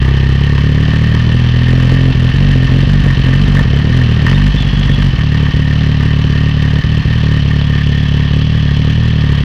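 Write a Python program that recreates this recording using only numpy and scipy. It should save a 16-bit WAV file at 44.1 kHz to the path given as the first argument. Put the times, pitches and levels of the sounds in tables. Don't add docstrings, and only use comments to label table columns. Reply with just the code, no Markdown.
import sys
import numpy as np
from scipy import signal
from scipy.fft import rfft, irfft, next_fast_len
from scipy.io import wavfile
from scipy.ndimage import map_coordinates

SR = 44100
rng = np.random.default_rng(int(sys.argv[2]) if len(sys.argv) > 2 else 0)


def dump(signal):
    limited = np.clip(np.atleast_2d(signal).T, -1, 1)
    pcm = np.round(limited * 32767).astype(np.int16)
    wavfile.write(sys.argv[1], SR, pcm)


N = 416294
T = np.arange(-SR // 4, N) / SR


def amp(db):
    return 10 ** (np.asarray(db) / 20)


def unit(x):
    return x / np.sqrt(np.mean(x ** 2) + 1e-20)


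def curve(points, times=T):
    return np.interp(times, *np.transpose(points))


def white():
    return rng.standard_normal(len(T))


def wobble(rate):
    knots = rng.standard_normal(int(len(T) * rate / SR) + 4)
    return map_coordinates(knots, [(T - T[0]) * rate], order=2)


def filtered(x, response):
    size = next_fast_len(len(x) + SR // 2)
    return irfft(rfft(x, size) * response(np.fft.rfftfreq(size, 1 / SR)), size)[:len(x)]


def coloured(x, eq):
    hz, db = np.transpose(eq)
    return unit(filtered(x, lambda f: amp(np.interp(np.log(f + 1), np.log(hz), db))))


def ring(x, modes):
    return filtered(x, lambda f: sum(
        np.sign(polarity) * amp(db) * 1j * f * width / (hz * hz - f * f + 1j * f * width)
        for hz, width, db, polarity in modes))


def pulses(times, sizes):
    at = np.clip(np.round((times - T[0]) * SR).astype(int), 0, len(T) - 1)
    return np.bincount(at, sizes * np.ones(len(at)), len(T))


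def bursts(times, sizes, decay_s):
    return signal.lfilter([1], [1, -np.exp(-1 / (decay_s * SR))], pulses(times, sizes))


# (time [s], level [dB])
RUSH_FADER = [(0, -29), (2, -23), (4, -22.5), (5.5, -27), (7.5, -30), (9.44, -30)]
# (frequency [Hz], level [dB])
RUSH_EQ = [(15, -12.5), (50, -7.5), (200, 2), (400, -15), (800, -21), (2000, -22), (8000, -48),
           (15000, -61.5)]

def rush(gust_db=2.0):
    return amp(curve(RUSH_FADER) + gust_db * wobble(13)) * coloured(white(), RUSH_EQ)


# (frequency [Hz], level [dB])
CHAIN_EQ = [(300, -4), (650, -3), (1100, -6), (2300, -7.5), (3000, -1), (3800, -5.5), (4400, -12.5),
            (5400, -27), (6200, -35.5), (7000, -56.5), (10000, -44), (15000, -57.5)]

def chain(firings, level_db=-32, decay_s=.01, steady=0.76, grain_db=3.5, scatter_db=3):
    sizes = amp(scatter_db * rng.standard_normal(len(firings)))
    tug = bursts(firings + 0.00083, sizes, decay_s)
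    grain = amp(grain_db * wobble(500))
    return amp(level_db) * coloured((steady + tug) * grain * white(), CHAIN_EQ)


# (time [s], level [dB])
RATTLE_FADER = [(0, -26), (4.8, -28.5), (6.9, -27.5), (7.5, -29)]
# (frequency [Hz], width [Hz], level [dB], polarity [+/-])
GEARBOX_MODES = [(946, 50, -11, 1), (1091, 78, -10, -1), (1207, 75, -8.5, 1), (1540, 150, -14, -1),
                 (1820, 92, 0, 1)]

def gears(firings, trim_db=-0.38, scatter_db=3, decay_s=0.0036, steady=0.6, surge=.09, sag=.4):
    times = np.concatenate([firings + share * np.gradient(firings) for share in (surge, sag)])
    rattle = bursts(times, amp(scatter_db * rng.standard_normal(len(times))), decay_s)
    clumps = amp(1.7 * wobble(22))
    teeth = clumps * (steady + rattle) * white()
    return amp(curve(RATTLE_FADER) + trim_db) * unit(ring(teeth, GEARBOX_MODES))


# (position [share of the cycle], level [dB])
VALVE_STRIKES = [(.03, 4.5), (.2, 2), (.37, 1), (.52, -1), (0.722, -7.5)]
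# (frequency [Hz], width [Hz], level [dB], polarity [+/-])
HEAD_MODES = [(2240, 234, -13.5, -1), (2702, 120, 0.5, 1), (2810, 343, -4.5, -1), (3041, 108, 1.5, 1),
              (3316, 190, -6, -1), (3420, 300, -9.5, 1), (4217, 153, -11.5, -1), (4456, 140, -14, 1),
              (4830, 400, -17, -1), (5540, 214, -19, 1), (5936, 286, -22, -1)]

def valves(firings, level_db=-30, scatter_db=2, decay_s=0.0067, steady=0.48, snap=9):
    period = np.gradient(firings)
    blows = 0
    for share, db in VALVE_STRIKES:
        times = firings + share * period
        sizes = amp(db + scatter_db * rng.standard_normal(len(firings)))
        tick = pulses(times + .0003 * rng.standard_normal(len(times)), sizes)
        blows = blows + snap * tick + bursts(times, sizes, decay_s) * white()
    return amp(level_db) * unit(ring(blows + steady * white(), HEAD_MODES))


# (start [s], length [s], pitch [Hz], level [dB])
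BRAKE_RUBS = [(4.345, 0.016, 3670, -30), (4.44, .58, 3320, -33.5), (4.559, 0.054, 3470, -28),
              (4.92, .03, 3370, -30), (7.2, 2.24, 3328, -38)]

def brake(spread_hz=170, attack_share=0.27, release_s=0.027):
    rasp = 0
    for start, length, hz, db in BRAKE_RUBS:
        grip = np.interp(T - start, [0, attack_share * length, length, length + release_s], [0, 1, 1, 0])
        phase = 2 * np.pi * hz * T
        noise_band = wobble(spread_hz) * np.cos(phase) + wobble(spread_hz) * np.sin(phase)
        rasp = rasp + amp(db) * grip * unit(noise_band)
    return rasp


# (time [s], level [dB], length of the rebound chatter [s])
CLUNK_CUES = [(0.579, -10.5, 0), (1.148, -10, 0), (3.55, -7, 0), (3.592, -8.5, 0), (4.265, -4.5, .065),
              (4.466, -8, 0), (5.023, -8.5, 0), (6.031, -12, 0)]

def clunks(gain_db=10, decay_s=0.0051, snap=14, rebound_s=0.016, rebound_db=-5):
    hits = [(time, db) for time, db, _ in CLUNK_CUES]
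    rebounds = [(time + lag + .002 * rng.standard_normal(), db + rebound_db)
                for time, db, length in CLUNK_CUES for lag in np.arange(rebound_s, length, rebound_s)]
    times, levels = np.transpose(hits + rebounds)
    sizes = amp(levels + gain_db)
    blows = snap * pulses(times, sizes) + bursts(times, sizes, decay_s) * white()
    thud = ring(blows, [(1000, 67, -11, 1), (1860, 500, -11, -1)])
    return thud + amp(2) * ring(blows, GEARBOX_MODES) + amp(-7) * ring(blows, HEAD_MODES)


# (time [s], firing rate [Hz])
REVS = [(0.0, 32.0), (1.37, 40.55), (2.02, 43.61), (2.22, 41.24), (2.46, 47.81), (2.66, 41.66),
        (2.89, 48.35), (3.26, 43.11), (3.38, 47.89), (3.6, 46.95), (3.72, 33.45), (3.96, 42.99),
        (4.19, 36.35), (4.36, 49.02), (5.08, 47.26), (5.16, 36.7), (6.75, 36.95), (7.17, 38.89),
        (7.35, 36.32), (8.28, 35.94), (8.51, 38.91), (8.69, 35.58), (9.0, 39.52), (9.44, 34.26)]
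# (time [s], depth [cycles])
HUNT_DEPTH = [(0, .035), (4, .035), (5.5, .03), (9.44, .024)]

def crank(hunt_rate=14, start_phase=.55):
    cycles = np.cumsum(curve(REVS)) / SR
    cycles = cycles - cycles[-N] + start_phase + curve(HUNT_DEPTH) * wobble(hunt_rate)
    return np.interp(np.arange(np.ceil(cycles[0]), cycles[-1]), cycles, T)


HICCUP_CUES = [2.125, 2.31, 2.67, 2.85, 3.015, 3.15, 3.215, 3.455, 3.63, 5.152, 5.508, 6.808, 7.02]

def combustion(firings, hiccup=.15, overrun_s=(4.48, 5.14), sputter=0.24, scatter_db=6.5,
               twice_chance=.35, refire_db=.8, pull_db_per_hz=0.17):
    burn = np.ones(len(firings))
    burn[[np.argmin(abs(firings - time)) for time in HICCUP_CUES]] = hiccup
    first, last = np.searchsorted(firings, overrun_s)
    gaps = rng.choice([3, 3, 4], last - first)
    starved = first + np.cumsum(gaps) - gaps[0]
    starved_next = starved[rng.random(len(starved)) < twice_chance] + 1
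    starved = np.append(starved, starved_next)
    starved = starved[starved < last]
    burn[starved] = sputter * amp(scatter_db * rng.standard_normal(len(starved)))
    unburnt = 1 - np.roll(burn, 1)
    gained_hz = np.clip(np.gradient(1 / np.gradient(firings)), -2, 2)
    return burn * amp(refire_db * unburnt + pull_db_per_hz * gained_hz)


# (time [s], level [dB])
ENGINE_LOAD = [(0, 2), (3.3, 1.14), (4.1, 2), (4.7, -0.4), (5.6, 1.14), (7, 0.37), (9.44, 1)]
# (frequency [Hz], width [Hz], level [dB], polarity [+/-])
BOOM_MODES = [(51.82, 9.4, 23, 1), (60.45, 14.27, 25, -1), (79, 24, 7, -1), (128.54, 28.1, 22.5, 1),
              (153.95, 16.7, 15, -1), (189.2, 43.8, 13.5, -1)]
# (frequency [Hz], width [Hz], level [dB], polarity [+/-])
PIPE_MODES = [(260.2, 15.3, 12, 1), (349, 9.3, -9, 1), (434.7, 18, -4, 1), (516, 4, -0.5, 1)]
# (frequency [Hz], width [Hz], level [dB], polarity [+/-])
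AIRBOX_MODES = [(45.2, 23, 11, 1)]

def exhaust(firings, gain_db=26.5, scatter_db=0.87, puff_hz=300, intake_delay_s=0.00089, idle_hz=37):
    sizes = amp(curve(ENGINE_LOAD, firings) + scatter_db * rng.standard_normal(len(firings)))
    sizes = sizes * combustion(firings)
    sharpness = sizes ** 2 * (curve(REVS, firings) / idle_hz) ** 2.06
    boom = ring(pulses(firings, sizes), BOOM_MODES)
    pipe = ring(pulses(firings, sharpness), PIPE_MODES)
    gulp = ring(pulses(firings + intake_delay_s, 0.84), AIRBOX_MODES)
    return amp(gain_db) * filtered(boom + pipe + gulp, lambda f: 1 / (1 + 1j * f / puff_hz) ** 2)


def scene():
    firings = crank()
    engine = exhaust(firings) + valves(firings) + gears(firings) + chain(firings)
    return (engine + clunks() + brake() + rush())[None, -N:]


def record(dry, mic_hz=6500, shelf_db=-9.0, ceiling=.7, top_hz=15800):
    faded = dry[0] * signal.windows.tukey(N, .001)
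    dulled = filtered(faded, lambda f: np.maximum(1 / np.sqrt(1 + (f / mic_hz) ** 10), amp(shelf_db)))
    clipped = np.clip(dulled, -ceiling, ceiling)
    return filtered(clipped - clipped.mean(), lambda f: f < top_hz)[None]


dry = scene()
out = record(dry)
dump(out)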